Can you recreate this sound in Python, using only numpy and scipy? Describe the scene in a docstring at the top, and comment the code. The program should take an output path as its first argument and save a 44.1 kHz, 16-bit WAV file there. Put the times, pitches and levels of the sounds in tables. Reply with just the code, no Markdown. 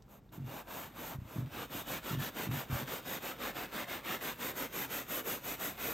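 """Brushing a leather jacket

A wooden bristle brush scrubs to and fro, close by, in a quiet room. Each stroke speeds up and stops:
the leather rustles, its padding rumbles, the handle rings, the bristles rasp over the grain and
their tips hiss. In the first half the brush catches and judders, thudding on the padded jacket."""
import sys
import numpy as np
from scipy import signal
from scipy.fft import rfft, irfft, next_fast_len
from scipy.io import wavfile
from scipy.ndimage import uniform_filter1d, map_coordinates

SR = 44100
rng = np.random.default_rng(int(sys.argv[2]) if len(sys.argv) > 2 else 0)


def wrap_up_sound(samples):
    """Save the sound to the file named by the first command line argument, as 16-bit audio."""
    columns = np.atleast_2d(samples).T
    # keep every value between -1 and 1, then stretch to whole-number steps
    tamed = np.clip(columns, -1, 1)
    steps = np.round(tamed * 32767).astype(np.int16)
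    wavfile.write(sys.argv[1], SR, steps)


N = 261513

# Noise spectra. Each row: frequency in Hz, relative spectral density in dB.
ROOM_SPECTRUM = [(20, -34), (31, -15), (44, 0), (75, -8), (130, -1.5), (300, -11.5), (1000, -30.5),
                 (3000, -40), (16000, -51)]
PADDING_SPECTRUM = [(25, -28), (50, -4.5), (100, -1.5), (132, 3), (165, -3.5), (215, 1), (320, -7),
                    (700, -38), (2000, -60)]
HANDLE_SPECTRUM = [(2800, -35), (3400, -17), (3630, 2), (3720, -3.5), (3950, -15), (4600, -49)]
LEATHER_SPECTRUM = [(20, -43), (90, -25), (150, -6), (250, 0.5), (380, -3), (540, -1), (700, -3), (820, -5),
                    (940, -5), (1300, -7), (2200, -18.5), (6000, -37)]
HISS_SPECTRUM = [(2000, -19.5), (5400, -13), (6350, -5.5), (7200, -8), (8500, -7.5), (10300, -10),
                 (11800, 1.8), (13200, -0.5), (14300, -4), (15800, -4.5)]
RASP_SPECTRUM = [(300, -33), (800, -11), (1400, 2), (2000, 1), (2800, 0), (3400, -3), (3950, -7),
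                 (4400, -8.5), (5500, -12), (6400, -12), (9000, -13), (16000, -8)]
# Stereo width: how alike left and right sound. Each row: frequency in Hz, coherence.
STEREO_COHERENCE = [(60, 0.95), (150, 0.98), (400, .94), (650, 0.77), (1000, 0.83), (1800, 1), (2400, 1),
                    (2900, 1), (3600, 0.88), (4200, 1), (4700, 1), (7400, 1), (8300, 0.88), (9400, 1),
                    (10500, 1), (11200, 0.88), (13400, 1), (15000, 0.87)]
# Each row: frequency in Hz, left phase lead in radians.
STEREO_LEAD_RAD = [(400, 0), (700, .55), (1100, -.2), (2000, 0), (3600, .4), (4400, 0), (7400, 0),
                   (8700, -1.2), (9200, -3.1), (10600, -3.17), (11200, -4.2), (13300, -6.2), (14300, -6.7),
                   (15800, -8.5)]
# Each row: frequency in Hz, left minus right in dB.
STEREO_TILT_DB = [(150, 0), (330, -1), (520, -3), (690, 0), (870, 5), (1080, 0.8), (1250, -1.5), (1700, 0)]
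# Hand and bristle ticks. Each row: start in seconds, level in dB, centre in Hz, width in Hz,
# T60 in seconds.
TICKS = [(.022, -61, 4470, 4000, 0.036), (0.081, -59, 800, 700, 0.026), (0.291, -69, 3650, 600, 0.037),
         (2.513, -41.5, 1500, 1499, .035), (2.876, -41, 1390, 1400, 0.044), (4.142, -38, 701, 600, 0.023),
         (5.779, -44, 900, 900, 0.051)]
# Runs of soft blows. Each row: start in seconds, relative level in dB, pitch in Hz,
# blow spacing in seconds, length in seconds.
JUDDERS = [(.378, -34.5, 127.6, 0.021, .12), (1.149, -33, 98, 0.035, .12), (1.359, -28, 133, 0.022, .12),
           (2.109, -27.5, 135, .0215, .12), (2.468, -27.5, 138, .021, .115), (2.699, -27, 102, .027, .07),
           (2.811, -36, 160, .013, .02)]
# Push and pull by turns. Each row: start in seconds, relative level at full speed in dB.
STROKES = [(0.071, -62.5), (0.217, -84), (0.312, -55), (0.401, -45), (0.643, -43.5), (0.913, -44),
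           (1.187, -50.5), (1.455, -40.5), (1.679, -39), (1.847, -37), (2.011, -38), (2.174, -36.5),
           (2.324, -38), (2.493, -37.5), (2.67, -37.5), (2.859, -37.5), (3.028, -36.5), (3.204, -38.5),
           (3.367, -37), (3.534, -37.5), (3.695, -36.5), (3.862, -38), (4.023, -34.5), (4.192, -36),
           (4.365, -37), (4.54, -38), (4.701, -37), (4.883, -38), (5.062, -37.5), (5.234, -37),
           (5.414, -38.5), (5.576, -37.5), (5.758, -37)]
# Uneven grip. Each row: time in seconds, lean of the speed peak (+ early, - late).
GRIP_LEAN = [(.31, 0.28), (.4, -.75), (.65, 0.046), (.92, -.25), (1.2, -.9), (1.46, -.8), (1.7, -.2),
             (2.2, 0), (5.6, 0.13)]
# Spot under the brush. Each row: time in seconds, nasal resonance gain in dB, padding share in dB,
# leather tautness in dB (+ taut, - slack).
SPOT_COLOUR = [(.5, -4, -15, 3), (1.05, 1.5, -10, 2.5), (1.5, -5, -9.5, 1), (1.9, -5, -11.5, 2.5),
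               (2.4, -1.5, -18.5, 1), (3.2, 0, -17, .5), (3.9, 2.5, -22, 1), (4.6, 2.5, -23.5, -0.5),
               (5.2, 1, -20.5, -2), (5.9, 0.5, -15, -0.5)]
# Bristle tips. Each row: time in seconds, hiss share in dB.
HISS_SHARE_DB = [(.3, -1.5), (.52, -9.5), (.78, -5.5), (1.35, -5.5), (1.57, -14), (1.76, -6.5), (2, -8.5),
                 (3.3, -8), (3.6, -12.5), (4.08, -11.5), (4.4, -6), (5.1, -2.5), (5.9, -3.2)]

STROKE_END_S, USUAL_STROKE_S, USUAL_LEVEL_DB = 5.973, .17, -38
TIME_S = np.arange(N) / SR


def amp(db):
    """Decibels to gain."""
    return 10 ** (np.asarray(db) / 20)


def unit(x):
    """Scale to rms 1."""
    return x / np.sqrt(np.mean(x ** 2) + 1e-20)


def along(points, hz):
    """Read (Hz, value) rows on a log axis."""
    knots_hz, values = np.transpose(points)
    return np.interp(np.log(hz + 1), np.log(knots_hz + 1), values)


def wobble(rate_hz):
    """Smooth random curve."""
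    knots = rng.standard_normal(int(N * rate_hz / SR) + 4)
    return map_coordinates(knots, [TIME_S * rate_hz])


def filtered(x, response):
    """Apply a frequency response."""
    size = next_fast_len(N + SR // 4)
    return irfft(rfft(x, size) * response(np.fft.rfftfreq(size, 1 / SR)), size)[..., :N]


def resonance(hz, centre_hz, width_hz):
    """Response of one damped mode."""
    return 1j * hz * width_hz / (centre_hz ** 2 - hz ** 2 + 1j * hz * width_hz)


def boosted(x, db, centre_hz, width_hz):
    """Time-varying boost or cut of one resonance."""
    return x + (amp(db) - 1) * filtered(x, lambda hz: resonance(hz, centre_hz, width_hz))


def stereo(pair, spectrum):
    """Colour two independent signals and mix to left and right, rms 1."""
    size = next_fast_len(N + SR // 16)
    hz = np.fft.rfftfreq(size, 1 / SR)
    coherence = np.clip(along(STEREO_COHERENCE, hz), -1, 1)
    coloured = rfft(pair, size) * amp(along(spectrum, hz))
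    common, apart = coloured * np.sqrt([1 + coherence, 1 - coherence])
    return unit(irfft([common + apart, common - apart], size)[:, :N])


def room(level_db=-59):
    """Steady low rumble."""
    return amp(level_db) * stereo(rng.standard_normal((2, N)), ROOM_SPECTRUM)


def walls(x, t60_s=0.11, wet_db=-17):
    """Faint diffuse reflections, different left and right."""
    t = np.arange(SR // 3) / SR
    tail = rng.standard_normal((2, len(t))) * amp(-60 * t / t60_s)
    return amp(wet_db) * signal.fftconvolve(x[None], tail / np.linalg.norm(tail[0]), axes=1)[:, :N]


def ticks(attack_s=0.0004):
    """Hand and catching bristles: short noise puffs, one resonance each."""
    out, t = np.zeros(N + SR), np.arange(SR // 10) / SR
    hz = np.fft.rfftfreq(len(t), 1 / SR)
    for start_s, db, centre_hz, width_hz, t60_s in TICKS:
        spectrum = rfft(rng.standard_normal(len(t))) * resonance(hz, centre_hz, width_hz) ** 2
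        envelope = amp(db - 60 * t / t60_s) * (1 - np.exp(-t / attack_s))
        out[round(start_s * SR):][:len(t)] += unit(irfft(spectrum, len(t))) * envelope
    return out[:N]


def judder_blows(touch_db=-3, touch_ratio=1.35, fade_db_per_s=89):
    """The brush catches: a light, higher touch, then uneven fading bounces. Yields (s, dB, Hz)."""
    for start_s, db, hz, gap_s, length_s in JUDDERS:
        yield start_s, db + touch_db, hz * touch_ratio
        scatter = rng.standard_normal((8, 3)) * [.0012, 1.2, 0.067]
        for delay_s, (late_s, louder_db, detune) in zip(np.arange(gap_s, length_s, gap_s), scatter):
            fade_db = fade_db_per_s * (delay_s - gap_s)
            yield start_s + delay_s + late_s, db - fade_db + louder_db, hz * (1 + detune)


def support(hz, boom_db=1, cutoff_hz=30):
    """Response of the surface under the jacket: it booms; the deepest bass does not radiate."""
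    boom = amp(boom_db) * resonance(hz, centre_hz=131, width_hz=12)
    return (1 + boom) * (1j * hz / (1j * hz + cutoff_hz)) ** 2


def thuds(t60_s=0.053, attack_s=0.0031, gain_db=5.7, skin_db=-4, skin_ratio=1.72, skin_t60_s=0.036):
    """Each blow bounces the padded jacket for a few cycles; its skin adds a shorter overtone."""
    out, t = np.zeros(N + SR), np.arange(SR // 4) / SR
    onset = 1 - np.exp(-t / attack_s)
    for start_s, db, hz in judder_blows():
        bounce = amp(-60 * t / t60_s) * np.sin(2 * np.pi * hz * t)
        skin = amp(skin_db - 60 * t / skin_t60_s) * np.sin(2 * np.pi * skin_ratio * hz * t)
        out[round(start_s * SR):][:len(t)] += amp(db + gain_db) * onset * (bounce + skin)
    return filtered(out[:N], support)


def stroke_columns():
    """Per stroke: start, length, level, direction (0 push, 1 pull)."""
    start_s, full_db = np.transpose(STROKES)
    length_s = np.diff(np.append(start_s, STROKE_END_S))
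    return start_s, length_s, full_db, np.arange(len(start_s)) % 2


def hand_swing(swing_lean=.29, rhythm_from_s=1.6, settle_s=.7):
    """Pendulum motion, half a swing per stroke. Returns speed (0-1) and stroke index per sample."""
    start_s, _, _, pull = stroke_columns()
    progress = np.interp(TIME_S, np.append(start_s, STROKE_END_S), np.arange(len(start_s) + 1))
    stroke, part = np.minimum(progress.astype(int), len(start_s) - 1), progress % 1
    # In rhythm, pushes peak late and pulls early.
    rhythm = np.clip((start_s - rhythm_from_s) / settle_s, 0, 1)
    lean = np.interp(start_s, *np.transpose(GRIP_LEAN)) + swing_lean * rhythm * (2 * pull - 1)
    skewed = part + np.clip(lean, -1, 1)[stroke] * part * (1 - part)
    return np.abs(np.sin(np.pi * skewed)), stroke


def friction(speed, stroke, grip_speed=.28, push_turn_db=-15.2, pull_turn_db=-12.3, slow_db_per_s=-22):
    """Friction gain: bristles slide under way, levelling off at speed; at turns they bend and scrape."""
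    start_s, length_s, full_db, pull = stroke_columns()
    release = 1 - np.exp(-(speed / grip_speed) ** 2)
    sliding = amp(full_db[stroke]) * np.tanh(1.26 * speed ** 1.3) * release
    # Turns follow the adjacent strokes; slow strokes dip further.
    scrape_db = full_db + slow_db_per_s * (length_s - USUAL_STROKE_S)
    turn_db = np.interp(start_s, start_s + length_s / 2, scrape_db)
    turn_db += np.where(pull, pull_turn_db, push_turn_db)
    bending = amp(np.interp(TIME_S, start_s, turn_db))
    return np.hypot(sliding, bending)


def bristle_slips(rate_hz, spread_db):
    """Random impulses of bristles slipping free, at constant mean power."""
    count = rng.poisson(rate_hz / SR, (2, N))
    strength = amp(spread_db * rng.standard_normal((2, N))) * rng.standard_normal((2, N))
    return unit(strength * np.sqrt(count / rate_hz))


def folds(x, depth_db, frame_samples=1024):
    """Narrow resonances come and go as the brush crosses folds."""
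    frames = signal.stft(x, nperseg=frame_samples)[2]
    patches = uniform_filter1d(rng.standard_normal(frames.shape[1:]), size=2, axis=0)
    patches = uniform_filter1d(patches, size=SR // 4 // frame_samples, axis=1)
    return signal.istft(frames * amp(depth_db * unit(patches)), nperseg=frame_samples)[1][:, :N]


def padding_rumble(share_db, haste):
    """Low noise of the padding under the leather."""
    return stereo(rng.standard_normal((2, N)), PADDING_SPECTRUM) * amp(share_db - 2.5 * haste)


def handle_ring(slips):
    """Slips drive a narrow resonance of the wooden handle."""
    return stereo(slips, HANDLE_SPECTRUM) * amp(-19 + 1.1 * wobble(8))


def leather_rustle(slips, taut_db, haste, usual_share_db=-4.5, loss_db_per_db=0.33, slow_db_per_s=10):
    """Slips stir the leather, high where taut, low where slack; light, slow strokes favour it."""
    start_s, length_s, full_db, _ = stroke_columns()
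    stroke_share_db = usual_share_db - loss_db_per_db * (full_db - USUAL_LEVEL_DB)
    stroke_share_db += slow_db_per_s * (length_s - USUAL_STROKE_S)
    share_db = np.interp(TIME_S, start_s + length_s / 2, stroke_share_db)
    rustle = stereo(folds(slips, depth_db=2), LEATHER_SPECTRUM)
    rustle *= amp(share_db - 0.82 * haste + 0.45 * wobble(35))
    rustle = boosted(rustle, taut_db, centre_hz=850, width_hz=240)
    return boosted(rustle, -taut_db, centre_hz=477, width_hz=120)


def tip_hiss(rate_hz, haste):
    """Fine tips slip three times as often; their share rises with speed."""
    slips = bristle_slips(3 * rate_hz, spread_db=0.5)
    hiss = stereo(folds(slips, depth_db=1.5, frame_samples=512), HISS_SPECTRUM)
    share_db = np.interp(TIME_S, *np.transpose(HISS_SHARE_DB))
    return hiss * amp(share_db + 1.87 + 5.8 * haste + 0.29 * wobble(28))


def bristle_rasp(rate_hz, nasal_db, haste):
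    """Bristles rasp over the grain, coloured by the spot they cross."""
    slips = bristle_slips(rate_hz, spread_db=0)
    rasp = stereo(folds(slips, depth_db=2.5), RASP_SPECTRUM)
    rasp = boosted(rasp, nasal_db, centre_hz=1950, width_hz=480)
    return rasp * amp(-4.5 - .4 * haste + 0.51 * wobble(25))


def brushing():
    """Friction scales five layers; faster bristles slip more often and sound brighter."""
    speed, stroke = hand_swing()
    spot_s, *columns = np.transpose(SPOT_COLOUR)
    nasal_db, padding_db, taut_db = [np.interp(TIME_S, spot_s, column) for column in columns]
    rate_hz = 3000 + 22000 * speed
    haste = speed - .8
    coarse_slips = bristle_slips(rate_hz, spread_db=1.93)
    jacket = leather_rustle(coarse_slips, taut_db, haste) + padding_rumble(padding_db, haste)
    brush = handle_ring(coarse_slips) + bristle_rasp(rate_hz, nasal_db, haste) + tip_hiss(rate_hz, haste)
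    return friction(speed, stroke) * amp(0.26 * wobble(41)) * (jacket + brush)


def scene():
    """Brushing, thuds and ticks over room rumble."""
    knocks = thuds() + ticks()
    return brushing() + knocks + walls(knocks) + room()


def record(dry):
    """Level and phase offsets between left and right, then a hard band limit."""
    half, top_hz = np.array([[.5], [-.5]]), 15780

    def response(hz):
        gain = amp(half * along(STEREO_TILT_DB, hz))
        phase_rad = half * along(STEREO_LEAD_RAD, hz)
        return gain * np.exp(1j * phase_rad) * (hz < top_hz)
    return filtered(dry, response)


dry = scene()
out = record(dry)
wrap_up_sound(out)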